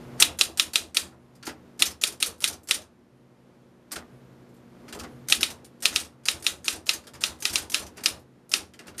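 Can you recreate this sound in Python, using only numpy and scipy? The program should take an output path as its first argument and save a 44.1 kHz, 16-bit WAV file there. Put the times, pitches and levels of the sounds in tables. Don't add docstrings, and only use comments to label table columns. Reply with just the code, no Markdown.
import sys
import numpy as np
from scipy import signal
from scipy.fft import rfft, irfft
from scipy.io import wavfile
from scipy.ndimage import uniform_filter1d

SR = 44100
rng = np.random.default_rng(int(sys.argv[2]) if len(sys.argv) > 2 else 0)


def amplitude_ratio(level_db):
    exponent = np.asarray(level_db, float) / 20
    return 10 ** exponent


def store_pcm(level_fs):
    pcm = np.round(np.clip(level_fs, -1, 1) * 32767).astype(np.int16)
    wavfile.write(sys.argv[1], SR, np.atleast_2d(pcm).T)


N = 396900

# start in seconds, slap peak in dB, bite near 5.5 kHz in dB,
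# edge near 9 kHz in dB, table thud in dB
STRIKES = [(0.2235, 6, 1.5, -1, -37.5), (0.411, 1.5, 5.5, -2.5, -40.5), (0.5967, -0.8, 4, -1, -45),
           (0.7569, -1, 2, 1.5, -43), (0.9694, -1.75, 2.5, 3, -42.5), (1.8219, 1, -4, 5.5, -44),
           (2.037, -2.5, -0.5, 5.5, -47.5), (2.2264, -3, -10, 7, -44.5), (2.4414, -2.5, 1, 6, -42),
           (2.71, -2.5, 1, 4.5, -44.5), (5.3234, 2, -1, -4.5, -39), (5.4305, -3, -1, -6.5, -42),
           (5.8553, -0.2, 3, -3, -40.5), (5.9603, -3.5, 5.5, -2.5, -46.5), (6.285, -3.5, 7, -3, -41.5),
           (6.4658, -4, 0.5, -1.5, -44.5), (6.681, -5.5, 1.5, -7, -40.5), (6.892, -3.5, 5, -4, -48),
           (7.2377, -4.5, 6, -6.5, -43), (7.4534, -6, 6.5, -7, -39.5), (7.5567, -4.5, 7, -1.5, -42.5),
           (7.7442, -5, 4, 0.5, -39), (8.0592, -2, 10.5, -1.5, -42.5), (8.5382, -3, 10, -3, -43.5)]
# start in seconds, level in dB,
# ringing part in Hz, ribbon lift in dB
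CAMS = [(0.1966, -36.5, 7100, -18.5), (0.388, -25.5, 6900, -28), (0.5734, -29.5, 8350, -26.5),
        (0.7332, -29, 4550, -27.5), (0.9454, -30, 8370, -25.5), (1.7974, -26, 5000, -22.5),
        (2.013, -29.5, 7000, -25), (2.2017, -31, 9300, -26), (2.4195, -32.5, 8350, -27),
        (2.6868, -30, 7910, -27), (5.2981, -22.5, 8300, -22.5), (5.409, -27.5, 5400, -39),
        (5.8315, -30.5, 5380, -22.5), (5.9399, -37.5, 6150, -24), (6.2552, -29, 4740, -24.5),
        (6.4427, -34.5, 9310, -33), (6.655, -33.5, 6860, -31), (6.8671, -34.5, 6760, -29.5),
        (7.2146, -35, 7240, -29.5), (7.4228, -30.5, 6300, -26.5), (7.5335, -29, 8450, -30.5),
        (7.718, -32, 5640, -24.5), (8.0375, -31, 8300, -27.5), (8.5156, -31, 5400, -25)]
# frequency in Hz, level in dB per Hz
LEVERS = [(530, -50.5), (900, -24.5), (1360, -1.5), (3840, -5.5), (4120, -5), (4590, -3), (7640, -6),
          (8410, -6), (12700, -13), (15400, -25)]
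# frequency in Hz, level in dB per Hz
CASING = [(60, -24), (150, -5.5), (195, -0.5), (270, -4.5), (320, 5), (380, -2.5), (600, -4.5),
          (1200, -8.5), (5000, -40)]
PARTS_DB = 1.5


def on_curve(curve, hz):
    points = np.array(curve)
    return np.interp(np.log(hz), np.log(points[:, 0]), points[:, 1])


def resonate(x, modes):
    y = np.zeros(len(x))
    for k, (hz, width, db) in enumerate(modes):
        r = np.exp(-np.pi * max(width, 5.) / SR)
        poles = [1, -2 * r * np.cos(2 * np.pi * hz / SR), r * r]
        y += (-1) ** k * amplitude_ratio(db) * (1 - r) * signal.lfilter([1, 0, -1], poles, x)
    return y


def add(out, x, s):
    i = int(s * SR)
    out[i:i + len(x)] += x[:N - i]


def walk(rate):
    hold = int(SR / rate)
    x = np.repeat(rng.standard_normal(N // hold + 1), hold)
    x = uniform_filter1d(uniform_filter1d(x, hold), hold)[:N]
    return x / np.std(x)


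def chatter(spectrum, tilt_db, t60, rise, grit_db, colour_db, count=40, size=16384):
    t = np.arange(size) / SR
    hz = np.arange(size // 2 + 1) * SR / size + 1
    grit = np.repeat(rng.standard_normal(size // 32), 32)
    impacts = rng.standard_normal(size) * amplitude_ratio(grit_db * grit)
    swell = (1 - np.exp(-t / max(rise, 1e-4))) * amplitude_ratio(-60 * t / max(t60, .01))
    parts = np.interp(np.sqrt(hz / hz[-1]) * count, np.arange(count + 1), rng.standard_normal(count + 1))
    tilt = tilt_db * np.log2(np.clip(hz, 1000, 12000) / 5000)
    db = on_curve(spectrum, hz) + tilt + colour_db * parts
    cepstrum = irfft(np.log(amplitude_ratio(db)))
    cepstrum[1:size // 2] *= 2
    cepstrum[size // 2 + 1:] = 0
    sound = irfft(rfft(impacts * swell) * np.exp(rfft(cepstrum)))[:size // 2]
    return sound / np.sqrt(np.mean(amplitude_ratio(2 * db))) / np.std(impacts)


def tones(lines):
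    t = np.arange(N) / SR
    out = np.zeros(N)
    for hz, db, wander_db in lines:
        level = amplitude_ratio(db - 1.5 + wander_db * walk(5.5))
        out += level * np.sin(2 * np.pi * (hz * t + rng.random()))
    return out


def motor():
    # frequency in Hz, level in dB, wander in dB
    hum = [(57, -18, 2), (186, -4, 1.5), (229, -13, 1.5), (240, 2.5, .4), (302, -10, 2), (348, -12, 2),
           (360, -4, 1), (421, -18, 2), (480, -10, 1.2), (496, -12, 2), (541, -14, 2), (600, -15, 1.5),
           (720, -19, 1.5), (11800, -26, .6)]
    # frequency in Hz, level
    # in dB, wander in dB
    belt = [(120, -4, .6), (131, 4, .5)]
    # frequency in Hz, level in dB per Hz
    whir_curve = [(15, -44), (30, -24), (70, -13.5), (150, -8.5), (300, -7), (500, -11.5), (700, -16.5),
                  (1300, -21.5), (2760, -30), (6000, -36.5), (11500, -42), (12700, -44), (15000, -46)]
    belt_turn_s, belt_seam_s, belt_top_db, belt_swing_db = 1.01, .06, 3.5, 14
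    roller_turn_s, roller_rub_s = .975, .255
    squeak_hz, squeak_db, squeak_s = 10500, -21.5, .045
    flicker_db = .5
    t = np.arange(N) / SR

    hz = np.arange(N // 2 + 1) * SR / N + 1
    whir = irfft(rfft(rng.standard_normal(N)) * amplitude_ratio(on_curve(whir_curve, hz)), N)
    whir *= amplitude_ratio(1.2 + flicker_db * walk(6)) / np.std(whir)
    belt_turn = (t - belt_seam_s) / belt_turn_s % 1
    belt_db = belt_top_db - belt_swing_db * uniform_filter1d(belt_turn ** 0.9, size=3000)
    from_rub_s = (((t - roller_rub_s) / roller_turn_s + .5) % 1 - .5) * roller_turn_s
    squeak = resonate(rng.standard_normal(N), [(squeak_hz, 900, 12)])
    squeak *= amplitude_ratio(squeak_db) * np.exp(-(from_rub_s / squeak_s) ** 2)
    return squeak + tones(hum) + amplitude_ratio(belt_db) * tones(belt) + whir


def recorder_gain_db():
    # time in seconds, level in dB
    gain = [(0, -47.5), (.2, -47.5), (.3, -56), (1.1, -61), (1.68, -56), (2.01, -61), (3.01, -62.5),
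            (3.85, -59.5), (4.06, -56.5), (4.69, -56), (5.04, -50), (5.3, -54.5), (6.12, -60.5),
            (7.72, -58.5), (8.07, -53.5), (8.2, -60), (8.57, -63.5), (9, -56)]
    return np.interp(np.arange(N) / SR, *np.transpose(gain))


def knocks():
    # start in seconds, level in dB, ringing part in Hz,
    # treble tilt in dB
    keys = [(0.1767, -55.5, 6830, -0.5), (0.1848, -55, 9300, 3), (0.1919, -42, 4670, -6),
            (0.2004, -14, 8660, 4), (.372, -56, 11000, 4.5), (0.5634, -59, 6030, -4),
            (1.776, -66, 12000, 5.5), (1.7928, -35.5, 4685, 4), (2.3813, -60, 7740, 9.5),
            (2.405, -40, 10500, 4.5), (2.4089, -52, 5470, 10.5), (2.6325, -54.5, 7680, 14),
            (2.6733, -41.5, 4580, 6), (5.2731, -52.5, 3740, 2), (5.285, -30.5, 9740, 6),
            (5.404, -42, 5030, 0), (5.8044, -51.5, 7330, 5.5), (5.823, -31.5, 8650, 3),
            (5.9264, -37, 6650, -1.5), (6.235, -58.5, 9000, -2), (6.397, -50, 8000, 5),
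            (6.424, -42, 9500, 4), (6.631, -63, 8320, 6), (6.645, -38.5, 8660, 9), (6.8587, -43.5, 3940, 5),
            (7.1997, -58, 9630, -4), (7.2073, -37.5, 8600, 3), (7.388, -56, 9400, -1),
            (7.403, -41, 9150, 8), (7.528, -35, 8550, 7.5), (7.6982, -34.5, 1530, 10),
            (8.0345, -39, 8500, 3.5), (8.194, -61, 11500, 5), (8.4928, -46, 10370, 10)]
    # start in seconds, level in dB, ringing part in Hz
    returns = [(.247, -27, 9500), (.433, -30.5, 9500), (0.617, -32, 9500), (.779, -34.5, 9500),
               (.992, -36, 9500), (1.8553, -27, 6200), (1.862, -27, 6200), (1.9063, -39.5, 5230),
               (2.0698, -27, 10580), (2.122, -41.5, 9300), (2.2604, -26.5, 10100), (2.4757, -25, 9430),
               (2.5271, -38, 6150), (2.7425, -27, 9300), (2.8156, -48.5, 6200), (5.348, -28.5, 9640),
               (5.5028, -36, 6170), (5.878, -31.5, 9500), (6.0008, -33, 9270), (6.032, -56.5, 9200),
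               (6.0487, -47, 5500), (6.309, -33, 9500), (6.488, -38, 9500), (6.701, -34, 9500),
               (6.7256, -33, 5600), (6.7576, -41.5, 9200), (6.9335, -28.5, 6400), (7.26, -34, 9500),
               (7.474, -41, 9700), (7.4962, -31.5, 5570), (7.5782, -29.5, 9600), (7.6198, -41.5, 9700),
               (7.7658, -36.5, 10600), (7.7929, -36, 9400), (7.823, -41.5, 6100), (7.8645, -43.5, 5970),
               (8.082, -32.5, 9600), (8.5602, -30.5, 10000)]
    # start in seconds, level in dB,
    # ringing part in Hz, treble tilt in dB, casing boom in dB
    shifts = [(1.1205, -59, 1130, -9, 4.5), (1.3522, -57, 4910, 4, -7.5), (1.4271, -41.5, 4500, -3, -11),
              (1.4525, -40, 6440, 4.5, -15.5), (1.4667, -30, 1350, 0.5, -8),
              (1.4904, -37, 1980, -3.5, -9.5), (3.9109, -45, 5240, -4, 0), (3.9167, -30, 5000, 7, -22),
              (3.9232, -35, 8200, 2, -13), (3.9265, -41, 4700, -2, -19.5), (3.9583, -31.5, 1410, -1.5, -7),
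              (4.49, -68.5, 12900, 5.5, -26.5), (4.543, -65, 12500, 6, -20), (4.565, -67, 7500, 4, -20),
              (4.88, -46, 1450, -4, -6), (4.886, -45, 4480, 0, -11), (4.9259, -34.5, 3200, -1.5, -11),
              (4.947, -43.5, 7500, 3.5, 1), (4.989, -43.5, 4700, 1, -15), (4.996, -36, 1360, 0, -12),
              (5.0349, -43, 1570, -3.5, -7), (5.0419, -42, 2020, -7.5, -15)]
    # start in seconds, level in dB,
    # ringing part in Hz, treble tilt in dB, casing boom in dB
    spaces = [(5.6452, -46.5, 9730, 4, -29), (7.0383, -53, 4760, -1, -11), (7.0693, -41, 3240, 0, -10),
              (7.1356, -44, 4870, -0.5, -3), (7.1506, -45, 5200, -1.5, -21), (7.9567, -64, 2720, -9, -2),
              (7.9637, -57, 4820, -7, -11), (7.9692, -42.5, 1460, 0.5, -7), (7.9794, -41.5, 2780, -4, -8),
              (8.0054, -46.5, 8650, -3, -6), (8.7365, -48, 3090, -1.5, -13),
              (8.7911, -41, 2780, -3.5, -7.5), (8.8327, -56, 1520, -7, -7), (8.8592, -55, 4300, -6.5, 6.5),
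              (8.8687, -45.5, 1440, 2, -9.5), (8.8801, -42.5, 2780, -2, -15),
              (8.9442, -51.5, 4010, -7, -10), (8.966, -60, 8500, 10, -30), (8.9797, -33.5, 8800, 3, -32),
              (8.994, -29.5, 8500, 3.5, -21)]

    def tilt(db):
        return 3.5 + 0.12 * (db + 31.0)

    def boom(base_db, db):
        return base_db - 0.31 * (db + 27.5)

    events = list(shifts) + list(spaces)
    for s, db, hz, _ in CAMS:
        events.append((s, db, hz, tilt(db), boom(-16, db)))
    for s, db, hz, tilt_db in keys:
        events.append((s, db, hz, tilt_db, boom(-13 - 0.36 * tilt_db, db)))
    for s, db, hz in returns:
        events.append((s, db, hz, tilt(db), boom(-17.5, db)))
    return events


def linkage():
    # start in seconds, level in dB
    latches = [(1.7934, -31.5), (4.9273, -42), (4.996, -37), (5.035, -40), (5.2857, -24), (5.3005, -24),
               (5.408, -28), (5.823, -32), (6.2548, -33), (6.425, -35), (6.644, -34), (7.4245, -33),
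               (7.699, -31.5), (8.0375, -30), (8.5154, -29), (8.791, -44)]
    out = np.zeros(N)
    for s, db, part_hz, tilt_db, boom_db in knocks():
        steel = chatter(LEVERS, 0.96 * tilt_db, 0.11, rise=0.0017, grit_db=1.5, colour_db=PARTS_DB, size=8192)
        tick = chatter(LEVERS, .7 * tilt_db, .012, rise=.0001, grit_db=3.5, colour_db=2.5, size=2048)
        add(steel, 0.95 * tick, 0)
        ringing = resonate(steel, [(part_hz, 0.04 * part_hz, 4.5)])
        add(out, amplitude_ratio(db) * (steel + ringing), s)
        boom = chatter(CASING, 0, 0.22, rise=0.009, grit_db=-3.5, colour_db=2.9, count=90)
        add(out, amplitude_ratio(db + boom_db + 3.5) * boom, s)
    for s, db in latches:
        snap = chatter(LEVERS, 2.2, .02, rise=.0002, grit_db=0.5, colour_db=PARTS_DB, size=2048)
        add(out, amplitude_ratio(db) * snap, s)
    return out


def platen_slap(mid_db, bite_db, edge_db):
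    # frequency in Hz, width in Hz, level in dB
    platen = [(2486, 270, 6.5), (3130, 280, 2), (3560, 490, 2.5), (4080, 1000, -5.5), (5010, 540, -4.5),
              (7100, 150, -10), (8300, 170, -4), (10105, 630, -11.5), (11100, 710, -18),
              (12700, 2000, -21.5)]
    # frequency in Hz, width in Hz, level in dB
    segment = [(2600, 90, -8.5), (2883, 58, -6.5), (3115, 30, -4), (3568, 82, -3.5), (3764, 26, -3),
               (4080, 33, -7.5), (4370, 54, -9), (4738, 90, -9), (5465, 55, -10), (8360, 65, -11.5)]
    # frequency in Hz, width in Hz, level in dB
    frame = [(356, 130, -19), (700, 680, -25.5), (1278, 90, -6), (1865, 230, -14)]
    colour = [(2600, 0), (3700, mid_db), (5500, bite_db), (8500, edge_db)]
    modes = []
    for hz, width, db in platen:
        detune, luck = rng.standard_normal(2)
        modes.append((hz * (1 + 0.009 * detune), width, db + 0.52 * luck + 1.3 * on_curve(colour, hz)))
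    blow = np.zeros(2000)
    blow[[0, int(.00033 * SR), int(.004 * SR), int(.0065 * SR)]] = 0.21, 1.0, 0.18, 0.17
    blow = uniform_filter1d(np.roll(blow, shift=44), size=2)
    bright = resonate(blow, modes) + amplitude_ratio(4.0) * resonate(blow, segment)
    highpass = signal.butter(5, 2530, "high", fs=SR, output="sos")
    slap = signal.sosfiltfilt(highpass, bright) + resonate(blow, frame)
    return slap / np.abs(slap).max()


def type_bars():
    # frequency in Hz, level in dB per Hz
    ring_curve = [(150, -43.5), (250, -21), (680, -17), (1580, -13.5), (1950, -4.5), (2990, -10.5),
                  (3950, 1), (5200, -8), (9670, -11), (13400, -22), (15400, -34)]
    # frequency in Hz, level in dB per Hz
    shudder_curve = [(88, -36.5), (150, -11), (332, -4.5), (927, -12), (1370, -2.5), (2350, -3.5),
                     (3820, 0.5), (7670, -2.5), (9490, -2.5), (10900, -8.5), (12700, -11.5), (15400, -23)]
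    # frequency in Hz, width in Hz, level in dB
    ribbon_fork = (11000, 700, 7)
    out = np.zeros(N)
    for letter, (strike, cam) in enumerate(zip(STRIKES, CAMS)):
        s, db, bite_db, edge_db, _ = strike
        lift_db = cam[-1]
        mid_db = 3 - 0.2 * letter
        treble_db = -1 - 0.41 * letter
        add(out, amplitude_ratio(db + 0.5) * platen_slap(mid_db, bite_db, edge_db), s - .001)
        ring = chatter(ring_curve, 0.17 * (treble_db + 12.0), 0.045, rise=0.0012, grit_db=1.5,
                       colour_db=PARTS_DB, count=90, size=8192)
        add(out, amplitude_ratio(db - 12.5) * ring, s)
        shudder = chatter(shudder_curve, 0.28 * (treble_db + 8.0), 0.21, rise=0.0085, grit_db=1.5,
                          colour_db=PARTS_DB, count=90)
        add(out, amplitude_ratio(-25) * shudder, s)
        lift = chatter(LEVERS, 0.96, 0.037, rise=0.001, grit_db=2.0, colour_db=PARTS_DB, size=8192)
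        add(out, amplitude_ratio(lift_db - 1.5) * (lift + resonate(lift, [ribbon_fork])), s - .005)
    return out


def limiter_db():
    duck_db, duck_s = -5.5, 0.054
    t = np.arange(8000) / SR
    out = np.zeros(N)
    for row in STRIKES:
        add(out, duck_db * np.exp(-(t / duck_s) ** 2), row[0] + 0.0043)
    return uniform_filter1d(out, size=200)


def thud(db):
    # frequency in Hz, level in dB, 60 dB decay in seconds
    boards = [(54, -25, .2), (62, -5.5, .3), (70, -5, .25), (79, -3, 0.49), (94.8, -8, 0.44)]
    t = np.arange(16000) / SR
    boom = np.zeros(len(t))
    for hz, mode_db, t60 in boards:
        detune, phase, luck = rng.standard_normal(3)
        decay = amplitude_ratio(mode_db + 1.1 * luck - 60 * t / t60)
        boom += decay * np.sin(2 * np.pi * hz * (1 + 0.036 * detune) * t + .8 * phase)
    return amplitude_ratio(db) * boom * (1 - np.exp(-(t / 0.012) ** 2))


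def table_top():
    # start in seconds, level in dB
    jolts = [
        (1.462, -45),
        (1.801, -50.5),
        (3.958, -46),
        (4.932, -43),
        (5.0, -40.5),
        (6.1, -59),
        (7.139, -48),
        (7.979, -54.5),
        (8.789, -70),
        (8.88, -50),
    ]
    steps = [(row[0] + 0.045, row[-1]) for row in STRIKES]
    out = np.zeros(N)
    for s, db in list(jolts) + steps:
        add(out, thud(db), s)
        rumble = chatter(CASING, 0, 0.26, rise=0.034, grit_db=1.5, colour_db=2.9, count=90)
        add(out, amplitude_ratio(db + 7.5) * rumble, s)
    return out


def room(x):
    t60_s, tail_db = 0.21, -18.5
    t = np.arange(16000) / SR
    tail = rng.standard_normal(len(t)) * amplitude_ratio(-60 * t / t60_s) * (1 - np.exp(-t / 0.0057))
    tail = signal.lfilter([1], [1, -.75], tail)
    tail /= np.sqrt(np.sum(tail ** 2))
    return x + amplitude_ratio(tail_db) * signal.fftconvolve(x, tail)[:N]


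def scene():
    machine = room(type_bars() + linkage())
    background = table_top() + amplitude_ratio(recorder_gain_db()) * motor()
    return (machine + amplitude_ratio(limiter_db()) * background)[None]


def drop_weak(x):
    weak_hz, weak_db = 12750, -108.5
    hz, _, z = signal.stft(x, SR, nperseg=2048)
    bands = np.abs(z[0, :-1].reshape(-1, 8, z.shape[-1])) ** 2
    power = np.repeat(np.mean(bands, axis=1), 8, axis=0)
    z[0, :-1] *= (power > amplitude_ratio(2 * weak_db)) | (hz[:-1, None] < weak_hz)
    return signal.istft(z, SR)[1][:, :N]


def low_pass(x):
    return signal.sosfilt(signal.butter(12, 15330, fs=SR, output="sos"), x)


def record(dry):
    ported = dry - .8 * resonate(dry[0], [(7900, 130, 1.3)])
    lowpass = signal.ellip(7, .5, 50, 14950, fs=SR, output="sos")
    clipped = np.clip(signal.sosfilt(lowpass, ported), -1, 1)
    return low_pass(drop_weak(clipped))


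dry = scene()
out = record(dry)
store_pcm(out)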